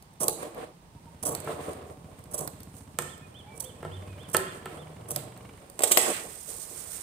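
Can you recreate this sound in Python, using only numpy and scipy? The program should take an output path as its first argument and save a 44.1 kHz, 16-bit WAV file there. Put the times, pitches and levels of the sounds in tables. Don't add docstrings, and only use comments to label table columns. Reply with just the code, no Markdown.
import sys
import numpy as np
from scipy import signal
from scipy.fft import rfft, irfft, next_fast_len
from scipy.io import wavfile
from scipy.ndimage import uniform_filter1d, map_coordinates

SR = 44100
rng = np.random.default_rng(int(sys.argv[2]) if len(sys.argv) > 2 else 0)


def dump(signal):
    limited = np.clip(np.atleast_2d(signal).T, -1, 1)
    pcm = np.round(limited * 32767).astype(np.int16)
    wavfile.write(sys.argv[1], SR, pcm)


N = 309582
T = np.arange(N) / SR

# t/s, drag level/dB, rustle level/dB
CLOTH_STIR = [(0, -93, -73), (.9, -68, -73), (1.2, -62.5, -68.5), (2.2, -55.5, -67.5), (2.9, -62, -67),
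              (3.3, -56.5, -69), (4, -52.5, -64.5), (5.2, -50.5, -66.5), (5.7, -58.5, -64), (6.3, -59, -48),
              (7.02, -53.5, -44)]
# t of full strength/s, hold/s, fade t60/s, drag level/dB, rustle level/dB
CLOTH_PULLS = [(0.413, 0.028, 0.38, -39.5, -53), (0.586, 0.047, 0.31, -38.5, -59),
               (1.343, 0.024, 0.27, -41.5, -56), (1.5, 0.018, 0.45, -35, -50.5),
               (1.608, 0.1, 0.61, -37, -54), (1.862, 0.055, 0.48, -47.5, -62.5),
               (2.386, 0.036, 0.43, -42, -70), (2.767, 0.017, 0.38, -58, -55.5),
               (3.086, .02, .4, -64, -58.5), (4.53, 0.044, .3, -45, -57.5), (4.716, .04, 0.47, -45, -59),
               (5.176, 0.026, .3, -48, -50), (5.894, 0.079, .2, -41.5, -39),
               (6.064, 0.017, 0.8, -33.5, -35.5), (6.492, 0.034, 0.84, -54, -41),
               (6.607, 0.025, .4, -64, -42), (6.776, 0.028, 0.49, -59, -43), (6.92, 0.05, .4, -59, -41.5)]
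# f/Hz, density/dB
DRAG_SPECTRUM = [(100, -34), (160, 4), (300, -1.5), (500, -1), (1100, -5.5), (1500, -11.5), (2500, -24.5)]
# f/Hz, density/dB
SWISH_SPECTRUM = [(700, -30), (1200, -1), (1700, -1), (2200, -2.5), (3500, -7), (5000, -13.5), (7000, -44)]
# f/Hz, density/dB
RUSTLE_SPECTRUM = [(2060, -36), (3500, -19.5), (5060, -16), (6200, -13), (7460, -10.5), (8690, -3),
                   (11400, -14.5), (14900, -11), (16000, -37)]
# f/Hz, density/dB
AIR_SPECTRUM = [(20, -26), (40, -4), (60, -1.5), (100, 0.5), (170, 1.5), (263, -9.5), (607, -13.5),
                (936, -9.5), (1370, -19), (5570, -27), (8360, -34), (14800, -36), (16000, -31)]
# t/s, steel level/dB, table level re steel/dB, pan/dB
BLADE_SNAPS = [(0.024, -41, -4, 5), (0.1367, -53, -14, -5), (0.2815, -11, -5.5, -4.5),
               (0.4292, -38, 10, -7), (0.546, -43, 7, -1), (1.2332, -32, 5, 10), (1.3495, -19.5, -6.5, 0),
               (1.402, -32.5, -1, -3), (1.445, -36, -9, -1), (1.732, -42.5, -1, -8), (2.1901, -47.5, 10, 1),
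               (2.2394, -42.5, -8, -1), (2.409, -36, -20, -2), (2.475, -26, -1.5, -5.5),
               (2.604, -38.5, -4, 9), (2.632, -35.5, -20, 6), (2.7668, -46, -12, -6),
               (3.1787, -45, -1.5, -1), (3.6054, -28, -34, 3), (4.3669, -14, -10, -3.5),
               (5.1609, -17.5, -2.5, -3), (5.3753, -44, 2, 2), (5.699, -37.5, -11, 1)]
# f/Hz, density/dB
SNAP_SPECTRUM = [(1500, -50), (2500, -43), (3400, -18), (4200, -6), (5500, -8.5), (7500, -10), (8500, 2),
                 (9800, 1.5), (11300, -14.5), (12300, 5), (13400, -13), (14500, 2), (16000, -39)]
# f/Hz, width/Hz, level/dB
TABLE_MODES = [(146.3, 21, 1.5), (327.5, 107, -3.5), (470, 53.4, 1.5), (604, 58, 0.5), (762.6, 32, -0.5),
               (849, 8.8, -1), (1080, 178, -3.5), (1930, 770, -12)]
# t of start/s, length/s, first f/Hz, last f/Hz, level/dB
BIRD_WHISTLES = [(.14, 0.055, 3620, 3600, -71), (3.205, 0.081, 2530, 2400, -59),
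                 (3.46, 0.13, 2310, 2320, -60), (3.74, .08, 2510, 2550, -67),
                 (4.04, 0.15, 2600, 2375, -61.5)]
# t/s, rasp level/dB, table level re rasp/dB, length/s, pan/dB
CUT_BURSTS = [(0.2, -23, -1, 0.045, -1.5), (0.242, -40, 10, 0.032, 21), (0.292, -21, -23, 0.0057, 16),
              (0.32, -35.5, -19, 0.017, 6), (1.226, -28.5, -3, 0.013, -4.5),
              (1.251, -21.5, -3.5, 0.021, 0.5), (1.272, -25, -0.5, 0.024, 3), (1.305, -34.5, 6.5, 0.026, 6),
              (2.309, -42.5, 0, 0.019, -4), (2.334, -23, -4, 0.019, 1.5), (2.377, -24, -13, 0.017, 1.5),
              (2.405, -28, 5, 0.0057, -13), (2.411, -39, 2, 0.043, -1), (3.55, -51, -16, 0.025, -4),
              (3.574, -38, -14, 0.0065, -4), (3.599, -23.5, -26, 0.0094, -7),
              (3.622, -27.5, -1.5, 0.0051, 2), (3.638, -37, -11, 0.012, -6), (4.284, -37.5, 3, 0.0082, -2),
              (4.297, -33, 0, 0.0048, -1), (4.31, -41, -3, 0.0091, 3), (4.331, -23, -8, 0.016, -0.5),
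              (4.398, -37, -6, 0.0096, -9), (5.083, -33.5, 0, 0.0099, -1), (5.101, -26.5, -2.5, 0.02, 5)]
# f/Hz, density/dB
RASP_SPECTRUM = [(1200, -23), (2000, -18.5), (4000, -25), (5200, -15), (6000, -6), (7000, -14), (7800, -14),
                 (9000, -10.5), (10400, 1), (11300, -13.5), (12300, -6), (14000, -9.5), (15200, -11),
                 (16000, -27)]
# f/Hz, width/Hz, level/dB
BLADE_MODES = [(3280, 60, -13), (7930, 460, 4), (9130, 440, 3.5), (10970, 150, 1.5), (12060, 250, -2.5),
               (14400, 300, -13)]
# t/s, level/dB
ENGINE_LEVEL = [(.9, -58), (1.2, -51.5), (1.5, -49), (2.2, -52), (2.6, -50.5), (3, -52.5), (3.75, -54),
                (4.1, -48.5), (4.6, -52), (5.2, -54), (5.5, -51.5), (5.75, -78)]
# t/s, firing rate/(1/s)
FIRING_RATE = [(.9, 7.57), (1.2, 12.88), (2.2, 14.17), (2.9, 14.87), (3.25, 14.96), (3.45, 17.01),
               (4.1, 19.02), (4.45, 20.68), (4.75, 20.19), (5.1, 22.41), (5.75, 24.52)]
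# f/Hz, width/Hz, level/dB
EXHAUST_MODES = [(69.4, 44, -8), (85.3, 30.4, 2), (126, 22.8, 0), (149.4, 46.5, -2), (292, 40, -11)]
# t of start/s, length/s, first f/Hz, last f/Hz, level/dB
FAR_TONES = [(0.956, 0.041, 932, 920, -56.5), (1.06, 0.038, 934, 927, -53), (3.442, 0.1, 813, 890, -52.5),
             (3.6, 0.034, 865, 913, -51), (3.607, 0.11, 522, 505, -48.5), (4.01, 0.079, 610, 604, -54),
             (5.56, .2, 550, 555, -58.5)]
# t/s, body level/dB, steel level re body/dB, pan/dB, nominal contact time/ms
HOLLOW_KNOCKS = [(1.473, -29.5, -17, 7, 0.19), (2.987, -21.5, 3, -4.5, 0.068),
                 (3.021, -34.5, 2.5, -5, 0.071), (3.828, -34.5, -13, 5, 0.27), (3.849, -31, -15, 5, 0.32),
                 (4.346, -10.5, -9.5, -3, 0.051), (4.657, -25.5, -12.5, 0, 0.027)]
# f/Hz, width/Hz, level/dB
HOLLOW_MODES = [(151, 18, 2.5), (363.8, 21, 5.5), (468, 133, -0.5), (680, 124, 0), (870, 69, 0),
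                (1040, 73, -1), (1330, 47, 6.5), (1545, 86, -3), (1626, 84, 0), (1826, 64, 1.5),
                (2050, 210, -8.5), (2580, 670, -9.5), (3110, 980, -11.5)]
# f/Hz, density/dB
STEEL_SPECTRUM = [(880, -49), (1500, -16), (2160, -7.5), (2410, -11.5), (3480, -11.5), (4000, -14),
                  (6690, -12.5), (8240, 1.5), (10600, -12.5), (14800, -8), (16000, -51)]
# t of the top/s, level/dB
BIRD_CHIRPS = [(3.115, -52.5), (3.381, -50), (3.674, -49.5), (3.947, -50.5), (4.228, -51.5), (4.495, -52.5),
               (4.805, -55.5)]
# t of start/s, length/s, order, level/dB
ENGINE_BOOMS = [(3.804, .44, 5.05, -44.5), (4.28, 0.24, 5.1, -54), (4.604, 0.44, 7.4, -50.5),
                (4.9, 0.59, 5.1, -50.5)]
# t/s, table level/dB, steel level re table/dB, steel t60/s, pan/dB
SHEAR_DROPS = [(5.791, -22, 4, 0.017, -5), (5.805, -20, -15, 0.032, -14), (5.82, -29.5, 9.5, 0.041, 9),
               (5.834, -14.5, -1.5, 0.055, -11.5), (5.873, -28, 3, 0.055, -6), (5.911, -16, 0, 0.034, 4),
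               (5.916, -18, 11, 0.049, 2), (5.972, -6.5, 2.5, 0.022, 23.5)]
# f/Hz, t60/s
ROOM_DECAY = [(100, 1), (500, 0.49), (2000, 0.75), (8000, 0.54), (15000, 0.24)]
# f/Hz, correlation
CHANNEL_LIKENESS = [(60, 0.94), (130, 0.92), (290, 0.89), (640, 0.43), (1410, -0.41), (3100, 0.15),
                    (6820, -0.48), (15000, 0.05)]
# f/Hz, left re right/dB
PORT_BALANCE = [(60, -1.5), (700, -1.5), (2400, -3.5), (5000, -5), (7000, -12), (8500, -21), (10500, -7.5),
                (13000, -2.5)]

PULL_RISE_S = 0.31
SWISH_DB, RUSTLE_PAN_DB = -4.5, -5
SNAP_T60_S, KNOCK_T60_S = 0.015, 0.016
FIRES_AT_S = 5.448
CLATTER_DB, CLATTER_DB_PER_FIRING, CLATTER_SPEED = 10, 1.67, 18.9
CHIRP_HZ, TOP_HZ = 3570, 15750
RIGHT_LAG_S = 12 / SR


def amp(db):
    return 10 ** (np.asarray(db) / 20)


def unit(x):
    return x / np.sqrt(np.mean(x ** 2) + 1e-20)


def along(points, hz):
    f, value = np.transpose(points)
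    return np.interp(np.log(hz + 1), np.log(f + 1), value)


def curves(rows):
    s, *columns = np.transpose(rows)
    return [np.interp(T, s, column) for column in columns]


def wobble(rate):
    knots = rng.standard_normal(int(N * rate / SR) + 4)
    return map_coordinates(knots, [T * rate])


def filtered(x, response):
    m = next_fast_len(N + SR // 2)
    hz = np.fft.rfftfreq(m, 1 / SR)
    return irfft(rfft(x, m) * response(hz), m)[..., :N]


def coloured(x, spectrum):
    power = np.mean(amp(along(spectrum, np.linspace(0, SR / 2, 2000))) ** 2)
    return filtered(x, lambda hz: amp(along(spectrum, hz)) / np.sqrt(power))


def resonant(x, modes):
    def response(f):
        total = 0
        for k, (centre, width, db) in enumerate(modes):
            mode = 1j * f * width / (centre * centre - f * f + 1j * f * width)
            total = total + (-1) ** k * amp(db) * mode
        return total
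    return filtered(x, response)


def diffuse(pair):
    def mid_side(hz):
        turn = np.arccos(np.clip(along(CHANNEL_LIKENESS, hz), -1, 1)) / 2
        return np.array([np.cos(turn), np.sin(turn)])
    mid, side = filtered(pair, mid_side)
    return np.array([mid + side, mid - side])


def fibres(grain_db, rate, channels=1):
    return unit(np.array([rng.standard_normal(N) * amp(grain_db * wobble(rate)) for _ in range(channels)]))


def add(out, s, x, pan_db):
    part = out[:, round(s * SR):][:, :len(x)]
    part += amp([[pan_db / 2], [-pan_db / 2]]) * x[:part.shape[1]]


def swell(s, length):
    return np.abs(np.sin(np.pi * np.clip((T - s) / length, 0, 1)))


def right_late(x):
    lag = np.array([[0], [RIGHT_LAG_S]])
    return filtered(x, lambda hz: np.exp(-2j * np.pi * hz * lag))


def floor_of_air():
    return amp(-54.5) * coloured(diffuse(fibres(0.42, 24, channels=2)), AIR_SPECTRUM)


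def cloth():
    level_db = np.array(curves(CLOTH_STIR))
    for s, hold, fade, *db in CLOTH_PULLS:
        rise_and_fade = np.minimum((T - s) / PULL_RISE_S, (s + hold - T) / fade)
        shape_db = 60 * np.minimum(0, rise_and_fade)
        level_db = np.maximum(level_db, np.array(db)[:, None] + shape_db)
    drag_db, rustle_db = level_db
    swish_db = level_db.mean(0) + SWISH_DB
    grains = diffuse(fibres(2, 70, channels=2))
    drag = unit(coloured(resonant(grains, TABLE_MODES[1:]), DRAG_SPECTRUM))
    swish = coloured(fibres(1.66, 150, channels=2), SWISH_SPECTRUM)
    rustle = coloured(fibres(1.5, 250, channels=2), RUSTLE_SPECTRUM)
    rustle = rustle * amp(RUSTLE_PAN_DB * np.array([[.5], [-.5]]))
    return (amp(drag_db + 2.05 * wobble(22)) * drag
            + amp(swish_db + 3.4 * wobble(12)) * swish
            + amp(rustle_db + 0.77 * wobble(30)) * rustle)


def blows(events, spectrum, modes, body_gain_db, rise, chatter_db):
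    steel, push, t = np.zeros((2, N)), np.zeros((2, N)), T[:SR // 8]
    noises = rng.standard_normal((len(events), 2, len(t)))
    for (s, steel_db, body_db, t60, pan_db, ms), (rattle, loose) in zip(events, noises):
        decay = amp(steel_db - 60 * t / max(t60, .003))
        add(steel, s, decay * (1 - np.exp(-t / rise)) * rattle, pan_db)
        u = t * 1000 / max(ms, .03)
        chatter = amp(chatter_db - 60 * t / 0.055) * loose
        add(push, s, amp(body_db + body_gain_db) * (u * np.exp(-u) + chatter), pan_db / 4)
    return coloured(steel, spectrum) + resonant(push, modes)


def snaps():
    events = [(s, db, db + table_db, SNAP_T60_S, pan, .1) for s, db, table_db, pan in BLADE_SNAPS]
    return blows(events, SNAP_SPECTRUM, TABLE_MODES, body_gain_db=17, rise=0.00024, chatter_db=-8.5)


def calls(notes):
    out = np.zeros(N)
    for s, length, first_hz, last_hz, db in notes:
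        hz = np.interp(T, [s, s + length], [first_hz, last_hz]) * (1 + 0.00593 * wobble(40))
        level = np.sqrt(2) * amp(db + 1.6 * wobble(45)) * swell(s, length)
        out += level * np.sin(2 * np.pi * np.cumsum(hz) / SR)
    return out


def cutting():
    edge, push, t = np.zeros((2, N)), np.zeros((2, N)), T[:SR // 5]
    for s, db, table_db, length, pan_db in CUT_BURSTS:
        onset = 1 - np.exp(-(t / .005) ** 2)
        stroke = onset * amp(-60 * np.clip(t - length, 0, 1) / .02)
        add(edge, s - .002, amp(db - 7.5) * stroke, pan_db)
        add(push, s, amp(db + table_db + 10.0) * stroke, 0)
    threads = edge * fibres(2.6, 500)
    rasp = amp(-1.5) * coloured(threads, RASP_SPECTRUM)
    ring = amp(6.0) * resonant(threads, BLADE_MODES)
    shake = resonant(push * fibres(1.0, 150), TABLE_MODES)
    return rasp + ring + filtered(shake, lambda hz: 1 / (1 + (hz / 1500) ** 4))


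def engine():
    (rate,), (db,) = curves(FIRING_RATE), curves(ENGINE_LEVEL)
    on = (T > ENGINE_LEVEL[0][0]) & (T < ENGINE_LEVEL[-1][0])
    firings = np.cumsum(rate * on) / SR
    count = np.floor(firings - firings[round(FIRES_AT_S * SR)])
    fire = np.abs(np.diff(count, append=0)).clip(0, 1) * on * amp(1.2 * wobble(40))
    thump = filtered(resonant(fire, EXHAUST_MODES), lambda hz: 1 / (1 + (60 / (hz + 1)) ** 6))
    local_power = np.abs(uniform_filter1d(thump ** 2, SR // 4))
    thump = thump / np.sqrt(local_power + 1e-12) * on
    tick_decay = amp(-60 * T[:SR // 10] / .04)
    tick = signal.fftconvolve(np.roll(fire, round(.002 * SR)), tick_decay)[:N]
    tick = tick * rng.standard_normal(N)
    clatter = resonant(tick, [(926, 520, 2), (2300, 240, -0.5), (2840, 185, -2.0)])
    clatter_db = CLATTER_DB + CLATTER_DB_PER_FIRING * (rate - CLATTER_SPEED)
    return amp(db) * (thump + amp(clatter_db) * clatter)


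def knocks():
    events = [(s, db + steel, db, KNOCK_T60_S, *rest) for s, db, steel, *rest in HOLLOW_KNOCKS]
    return blows(events, STEEL_SPECTRUM, HOLLOW_MODES, body_gain_db=23, rise=0.00028, chatter_db=-17.5)


def chirps():
    out, u = np.zeros(N), np.linspace(-1, 1, round(.084 * SR))
    pitch = CHIRP_HZ * (1 - .085 * (1 - np.cos(np.pi * u)))
    call = signal.windows.tukey(len(u), .3) * np.sin(2 * np.pi * np.cumsum(pitch) / SR)
    for s, db in BIRD_CHIRPS:
        out[round(s * SR) - len(u) // 2:][:len(u)] += amp(db) * call
    return out * amp(1.5 * wobble(70))


def booms():
    firings = np.cumsum(curves(FIRING_RATE)[0]) / SR
    out = np.zeros(N)
    for s, length, order, db in ENGINE_BOOMS:
        level = amp(db + 2.4 * wobble(17)) * np.sqrt(2 * swell(s, length))
        out += level * np.sin(2 * np.pi * order * firings)
    return out


def drops():
    events = [(s, db + steel, db, *rest, .06) for s, db, steel, *rest in SHEAR_DROPS]
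    return blows(events, STEEL_SPECTRUM, TABLE_MODES[1:], body_gain_db=22.5, rise=0.0017, chatter_db=-17.5)


def room(x):
    out, step = np.zeros((2, N + SR * 2)), SR // 4
    for k in range(0, N, step):
        hz, t, z = signal.stft(rng.standard_normal((2, SR)), SR, nperseg=256)
        decay = amp(-60 * t / along(ROOM_DECAY, hz)[:, None])
        tail = signal.istft(z * decay, SR, nperseg=256)[1][:, :SR]
        wet = signal.fftconvolve(x[None, k:k + step], tail / np.linalg.norm(tail[0]), axes=1)
        out[:, k + 200:][:, :wet.shape[1]] += wet
    return diffuse(out[:, :N])


def scene():
    snips, fall = right_late(cutting() + snaps()), right_late(drops())
    taps, motor = knocks(), engine()
    birds_and_tones = chirps() + calls(BIRD_WHISTLES) + calls(FAR_TONES)
    echo = room(amp(-6.0) * snips.mean(0) + amp(-4.5) * fall.mean(0) + amp(-4) * taps.mean(0)
                + amp(-10) * motor + amp(-7.5) * birds_and_tones)
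    direct = snips + fall + taps + motor + booms() + birds_and_tones * amp([[-3], [0]])
    return direct + echo + cloth() + floor_of_air()


def record(dry):
    def ports(hz):
        left = amp(along(PORT_BALANCE, hz))
        return np.array([left, hz ** 0]) * 2 / (1 + left)
    x = filtered(dry, ports)
    x = x / (1 + np.abs(x) ** 8) ** (1 / 8)
    return filtered(x, lambda hz: 1 / (1 + (hz / TOP_HZ) ** 120))


dry = scene()
out = record(dry)
dump(out)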